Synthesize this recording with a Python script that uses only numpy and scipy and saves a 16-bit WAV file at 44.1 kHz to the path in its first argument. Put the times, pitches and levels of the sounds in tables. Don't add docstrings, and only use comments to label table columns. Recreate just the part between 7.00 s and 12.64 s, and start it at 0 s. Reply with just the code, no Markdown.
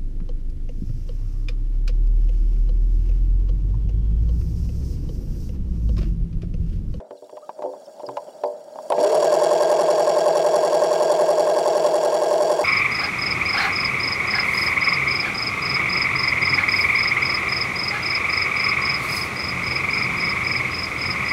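import sys
import numpy as np
from scipy import signal
from scipy.fft import rfft, irfft
from scipy.io import wavfile
from scipy.ndimage import uniform_filter1d, minimum_filter1d, map_coordinates

SR = 44100
rng = np.random.default_rng(int(sys.argv[2]) if len(sys.argv) > 2 else 0)


def pcm_store(signal):
    levels = np.round(np.clip(np.atleast_2d(signal), -1, 1) * 32767)
    wavfile.write(sys.argv[1], SR, levels.astype(np.int16).T)


N = 248724
T = np.arange(N) / SR


def gain_of(db):
    return 10 ** (np.asarray(db) / 20)


def unit_rms(x):
    return x / np.sqrt(np.mean(abs(x) ** 2) + 1e-20)


def curve(rows, column):
    rows = np.array(rows)
    return np.interp(T, rows[:, 0], rows[:, column])


def add(mix, start_s, sound):
    part = mix[max(round(start_s * SR), 0):][:len(sound)]
    part += sound[:len(part)]


def wander(max_hz):
    return unit_rms(irfft(rfft(rng.standard_normal(N)) * (np.fft.rfftfreq(N, 1 / SR) < max_hz), N))


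def impulse_response(spectrum, resonances=(), size=8192):
    hz = abs(np.fft.fftfreq(size, 1 / SR))
    point_hz, point_db = np.transpose(spectrum)
    gain = gain_of(np.interp(np.log(hz + 1), np.log(point_hz + 1), point_db))
    if len(resonances):
        peaks = sum(gain_of(2 * db) / (1 + ((hz - f) / width) ** 2) ** 2 for f, width, db in resonances)
        gain = gain * np.sqrt(peaks + gain_of(-12.5) ** 2)
    log_response = np.conj(signal.hilbert(np.log(gain + 1e-9)))
    return np.fft.ifft(np.exp(log_response)).real[:size // 2]


def colour(x, spectrum, resonances=()):
    return signal.oaconvolve(x, impulse_response(spectrum, resonances))[:len(x)]


# freq_hz, gain_db
MURMUR_SPECTRUM = [(30, -48), (90, -42), (150, -27.5), (220, -17.5), (300, -17.5), (400, -15), (500, -12),
                   (605, 4.5), (690, -10.5), (900, -13.5), (1100, -30), (1300, -27.5), (2200, -42),
                   (4000, -71)]
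# freq_hz, width_hz, gain_db
SHELL_RESONANCES = [(1616, 21.6, 14), (2230, 81, -5), (2733, 200, -5.5), (3322, 95, -1), (4630, 290, 1.5),
                    (4830, 40, -29), (5577, 170, 4), (6560, 58, 0), (6870, 70, 2.5), (7480, 350, 0),
                    (8340, 310, -16), (9020, 600, -3.5), (10150, 290, -1), (11200, 400, -19),
                    (11400, 230, -12), (14100, 300, -17), (15100, 500, -41)]
# time_s, murmur_db, hiss_db
WATER_LEVELS = [(0, -41.5, -76.5), (.2, -55.5, -63.5), (.55, -45, -63.5), (.85, -43.5, -60.5),
                (1.3, -40.5, -59.5), (1.65, -42.5, -61.5), (1.88, -39, -54.5), (5.64, -35.5, -48.5)]


def water():
    murmur = unit_rms(colour(rng.standard_normal(N), MURMUR_SPECTRUM)) * gain_of(2.0 * wander(20))
    crackles = (rng.random(N) < 160 / SR) * rng.standard_normal(N)
    hiss_spectrum = [(1000, -9), (3300, 2.0), (5000, 4.0), (9000, 1.0), (10500, -2.0), (16000, 2.5)]
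    hiss = colour(rng.standard_normal(N) + .5 * unit_rms(crackles), hiss_spectrum, SHELL_RESONANCES)
    return gain_of(curve(WATER_LEVELS, 1)) * murmur + gain_of(curve(WATER_LEVELS, 2)) * unit_rms(hiss)


def fizz(sizes=16, births_per_s=25):
    t, out = np.arange(SR // 25) / SR, np.zeros(N)
    for hz in np.geomspace(2900, 9000, sizes):
        births = (rng.random(N) < births_per_s / SR) * rng.standard_normal(N)
        pip = np.sin(2 * np.pi * hz * t) * np.exp(-t / 0.0049) * (1 - np.exp(-t / 0.00035))
        out += signal.oaconvolve(births, pip)[:N]
    return gain_of(curve(WATER_LEVELS, 2) - 1) * out


# start_s, level_db, hardness_0_to_1, crack_offset_db
HULL_KNOCKS = [(.002, -36, 0.26, -7), (0.1082, -33.5, 0.23, -4.5), (0.223, -36.5, 0.24, -33),
               (.2943, -45.5, 0.6, 1.5), (.3263, -35.5, 0.24, -30), (0.3699, -28.5, 1, -10.5),
               (0.493, -27, 1, -8), (.5892, -30, 0.36, -12), (.6216, -26.5, 0.9, -6),
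               (.64, -23.5, 0.37, -32), (.659, -25.5, 0.34, -34), (.7358, -29.5, 0.98, -33),
               (0.9965, -27.5, 0.95, -13), (1.0332, -30, 0.32, -26), (1.08, -31, 0.06, -26),
               (1.089, -24, 1, -11.5), (1.1696, -20.5, 0.9, -7), (1.4362, -18, 0.52, -14),
               (1.7575, -31, 0.84, -22), (1.7879, -28, 1, -24), (1.9017, -17, 0.57, -9),
               (1.9215, -15, 0.65, -3.5), (1.981, -16.5, 0.37, -7)]
# freq_hz, gain_db, ring_time_ratio
HULL_MODES = [(125, -29, 0.96), (284, -18.5, 1.64), (337, -15, 0.91), (393, -5, 1.32), (464, -11.5, 2.3),
              (499, -2, 1.8), (552.7, -4.5, 0.9), (597, 4.5, 1.65), (671.6, -1.5, 1.2), (763, -5.5, 0.8),
              (857.5, -5.5, 0.92), (907.4, -5.5, 0.77), (953, -9.5, 0.95), (1022, -18, 1.2)]
# freq_hz, gain_db
CRACK_SPECTRUM = [(40, -47), (200, -19), (600, -8.5), (1000, 11), (1300, -7.5), (2100, -13), (3300, -18.5),
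                  (5000, -24.5), (8000, -33), (15000, -47)]
# freq_hz, gain_db
WALL_RESPONSE = [(20, -33), (70, -27), (130, -8.5), (260, 0), (1100, 1.5), (1500, -2), (4000, -13),
                 (16000, -15)]


def knocks(soft_t60_s=.33, hard_t60_s=0.045, soft_db_per_octave=-18, hard_db_per_octave=21.5):
    rings, cracks, t = np.zeros(N), np.zeros(N), np.arange(SR // 2) / SR
    hz, mode_db, ring_ratio = np.transpose(HULL_MODES)[:, :, None]
    for start_s, db, hardness, crack_db in HULL_KNOCKS:
        weight = 2 ** ((db + 29) / 12)
        t60_s = soft_t60_s * (hard_t60_s / soft_t60_s) ** hardness * weight * ring_ratio
        tilt = soft_db_per_octave + hardness * (hard_db_per_octave - soft_db_per_octave)
        struck = gain_of(mode_db + tilt * np.log2(hz / 600))
        polarity, detune = rng.standard_normal((2, len(HULL_MODES), 1))
        decay = np.exp(-np.log(1000) * t / t60_s)
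        modes = np.sign(polarity) * np.sin(2 * np.pi * hz * (1 + 0.02 * detune) * t) * decay
        add(rings, start_s, gain_of(db + 3.0) * (modes * struck).sum(0) / np.linalg.norm(struck))
        crack = colour(rng.standard_normal(len(t)) * np.exp(-t / 0.0055), CRACK_SPECTRUM)
        add(cracks, start_s, gain_of(db + crack_db + 23) * crack / np.linalg.norm(crack))
    return colour(rings, WALL_RESPONSE) + cracks


# start_s, pitch_hz, level_db, life_s, glide_octaves
BUBBLE_PINGS = [(.17, 4050, -56, 0.028, -0.15), (.42, 1115, -47, 0.058, .22),
                (.855, 5300, -49, 0.019, -0.029), (1.064, 4910, -36.5, 0.014, -0.11),
                (1.456, 4870, -45, 0.013, -.1)]


def bubbles():
    out = np.zeros(N)
    for start_s, hz, db, life_s, glide_octaves in BUBBLE_PINGS:
        age = np.arange(SR // 5) / SR / life_s
        pole = np.exp(-2 * np.pi * 0.029 * hz / SR)
        wobble = unit_rms(signal.lfilter([1], [1, -pole], rng.standard_normal(len(age))))
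        pitch_hz = hz * 2 ** (glide_octaves * np.minimum(age, 1)) * (1 + 0.043 * wobble)
        envelope = 5 * age * np.exp(1 - 5 * age)
        add(out, start_s, gain_of(db) * envelope * np.sin(2 * np.pi * np.cumsum(pitch_hz) / SR))
    return out


# start_s, level_db
TRIGGER_SNAPS = [(1.9014, -29.5), (1.92, -37)]
# freq_hz, gain_db
TICK_SPECTRUM = [(500, -41), (4000, 3), (7500, 1.5), (10000, 2), (16000, -9.5)]


def trigger(decay_s=0.0017):
    snaps, t = np.zeros(N), np.arange(SR // 20) / SR
    for start_s, db in TRIGGER_SNAPS:
        add(snaps, start_s, gain_of(db) * rng.standard_normal(len(t)) * np.exp(-t / decay_s))
    shell_gain = np.linalg.norm(impulse_response(TICK_SPECTRUM, SHELL_RESONANCES))
    return colour(snaps, TICK_SPECTRUM, SHELL_RESONANCES) / shell_gain


CRUISE_HZ = 10.72
# once_per_turn_db, twice_per_turn_db, heaviest_turn, middle_contact_db
THUD_LOAD, CLACK_LOAD = (3.5, 3, 0.23, -1.5), (5.5, 0.64, 0.043, 4.5)
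RASP_LOAD, TICK_LOAD = (0.42, .3, 0.29, 1), (6.7, 1.8, .12, 0.77)


def contact_force(turn, load, decay_turns, rest_db, size=4096):
    once_db, twice_db, heaviest_turn, middle_db = load
    grid, power = np.arange(size) / size, gain_of(2 * rest_db)
    for group, place in np.ndindex(4, 3):
        bite_turn = .116 + group / 4 + place * .06
        angle = 2 * np.pi * (bite_turn - heaviest_turn)
        db = once_db * np.cos(angle) + twice_db * np.cos(2 * angle) + middle_db * (place == 1)
        power = power + gain_of(2 * db) * np.exp(-2 * ((grid - bite_turn) % 1) / decay_turns)
    return np.interp(turn % 1, grid, np.sqrt(power))


# start_turn, level_db, length_turns, pitch_hz
TONE_SURGES = [(.925, 1, 0.237, 597), (0.452, -4, 0.133, 640)]


def surges(turn, rise_turns=0.021):
    start, db, length, hz = np.transpose(TONE_SURGES)[:, :, None]
    age = (turn - start) % 1
    envelope = gain_of(db) * np.minimum(age / rise_turns, 1) * np.exp(-(age / length) ** 2)
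    return envelope * np.exp(2j * np.pi * hz * age / CRUISE_HZ)


def surge_envelope(turn, rest_db=-4.5):
    return np.sqrt((abs(surges(turn)) ** 2).sum(0) + gain_of(2 * rest_db))


# freq_hz, width_hz, lift_db
HOUSING_RESONANCES = [(378.3, 32, 7.5), (483.4, 5.8, 9), (710, 9, 6), (816.8, 21, 14), (901.8, 13, 8),
                      (1049, 16, 6), (1078, 10, 10.5)]


def order_strength(order):
    family_db = np.array([0.93, -0.18, -2, 1.07])[order % 4]
    sideband_db = 5.5 * (order % 16 == 15)
    hz = order * CRUISE_HZ
    lift_db = sum(db / (1 + ((hz - f) / width) ** 2) for f, width, db in HOUSING_RESONANCES)
    return gain_of(family_db + sideband_db + lift_db) * ((order > 3) & (order < 175))


# freq_hz, gain_db
HOUSING_RESPONSE = [(45, -89.5), (105, -95), (160, -58), (270, -72.5), (345, -50.5), (450, -44.5),
                    (550, -48), (600, -28.5), (680, -40.5), (760, -56), (830, -52.5), (1080, -55.5),
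                    (1220, -73.5), (1650, -67)]


def gear_cycle(size=1024, passes=40, hum_swing_db=5.5, hum_peak_turn=.45):
    order = np.arange(size)
    turn, hz, strength = order / size, order * CRUISE_HZ, order_strength(order)
    housing = signal.freqz(impulse_response(HOUSING_RESPONSE), worN=hz, fs=SR)[1]
    thud = contact_force(turn, THUD_LOAD, decay_turns=0.058, rest_db=-5)
    clack = contact_force(turn, CLACK_LOAD, decay_turns=0.12, rest_db=-5.5)
    hum = gain_of(hum_swing_db * np.cos(2 * np.pi * (turn - hum_peak_turn)))
    chatter = thud ** 0.63
    tone_band = (hz >= 520) & (hz < 740)
    bands = [(hz < 240, hum), ((hz >= 240) & (hz < 520), np.sqrt(thud)),
             (tone_band, surge_envelope(turn) * chatter), (hz >= 740, clack)]
    warble = np.fft.fft(surges(turn).sum(0) * chatter)
    lines = unit_rms(np.fft.fft(rng.standard_normal(size)))
    lines = np.where(tone_band, unit_rms(warble) / housing + lines, lines)
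    for _ in range(passes):
        shaped = 0.5 * tone_band * warble
        for band, envelope in bands:
            phase = np.angle(np.fft.ifft(lines * housing * band))
            shaped += band * np.fft.fft(envelope * np.exp(1j * phase))
        lines = strength * np.exp(1j * np.angle(shaped / housing))
    return irfft(lines, 4 * size)


def repeat(cycle, turns):
    return map_coordinates(cycle, [turns % 1 * len(cycle)], order=3, mode="grid-wrap")


# freq_hz, gain_db
CHURN_SPECTRUM = [(30, -46), (90, -51.5), (150, -28), (260, -28), (350, -14), (500, -11.5), (605, -2),
                  (700, -12), (900, -10), (1080, -17), (1250, -26), (1650, -26.5), (2200, -35), (4000, -81)]


def whine(turns):
    comb = unit_rms(colour(repeat(gear_cycle(), turns), HOUSING_RESPONSE))
    turn_power = abs(uniform_filter1d(comb ** 2, round(SR / CRUISE_HZ)))
    comb = comb / np.sqrt(turn_power + 0.012)
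    force = contact_force(turns, THUD_LOAD, decay_turns=0.095, rest_db=-4.5)
    churn = unit_rms(colour(rng.standard_normal(N) * force, CHURN_SPECTRUM))
    throb = unit_rms(surge_envelope(turns) ** 0.16)
    return comb * throb * gain_of(0.5 * wander(16)) + gain_of(-8.5) * churn


def rattle(turns, load, spectrum, decay_turns, rest_db, uneven_db):
    scrape = 1.4 * repeat(rng.standard_normal(8192), turns) + rng.standard_normal(N)
    flicker_db = uneven_db * np.tanh(wander(600)) + 0.82 * wander(40)
    force = contact_force(turns, load, decay_turns, rest_db) * gain_of(flicker_db)
    return unit_rms(colour(scrape * force, spectrum, SHELL_RESONANCES))


# time_s, turns_per_s
PROPELLER_SPEED = [(3.0, 10.692), (3.6, 10.728), (5.6, 10.712)]
# freq_hz, gain_db
RASP_SPECTRUM = [(500, -12), (1300, -1), (3000, 6.5), (7500, -1), (10000, -12.5), (16000, -12)]


def motor(start_s=1.92, spin_up_s=.097, mesh_order=48, torque_peak_s=2.11):
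    pace = 1 - np.exp(-np.maximum(T - start_s, 0) / spin_up_s)
    turns = .65 + np.cumsum(curve(PROPELLER_SPEED, 1) * pace) / SR
    engaged = np.clip(pace / 0.73, 0, 1) ** 2
    rasp = rattle(turns, RASP_LOAD, RASP_SPECTRUM, decay_turns=0.052, rest_db=-11, uneven_db=4.0)
    ticks = rattle(turns, TICK_LOAD, TICK_SPECTRUM, decay_turns=0.024, rest_db=-36, uneven_db=4.5)
    mesh_phase = 2 * np.pi * mesh_order * turns + 1.1 * wander(44.4)
    mesh = unit_rms(np.sin(mesh_phase) * (1 + 0.42 * wander(60)))
    drive = gain_of(-17.5) * whine(turns) + gain_of(-38) * rasp + gain_of(-43) * ticks
    ease_db = -0.49 * (T - start_s)
    mesh_db = -20.5 - 117 * abs(T - torque_peak_s)
    return engaged * (gain_of(ease_db) * drive + gain_of(mesh_db) * mesh)


def scene():
    return (water() + bubbles() + fizz() + knocks() + trigger() + motor())[None]


def record(dry, limit_db=-7.2, release_db_per_s=400, cutoff_hz=15900):
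    level_db = 20 * np.log10(abs(dry[0]) + 1e-9)
    fall_db = T * release_db_per_s
    peak_db = np.maximum.accumulate(level_db + fall_db) - fall_db
    over_db = np.maximum(peak_db - limit_db, 0)
    gain_db = uniform_filter1d(minimum_filter1d(-over_db, size=64), size=64)
    lowpass = signal.firwin(511, cutoff_hz, window=("kaiser", 9), fs=SR)
    return signal.oaconvolve(dry * gain_of(gain_db), lowpass[None], "same")


dry = scene()
out = record(dry)
pcm_store(out)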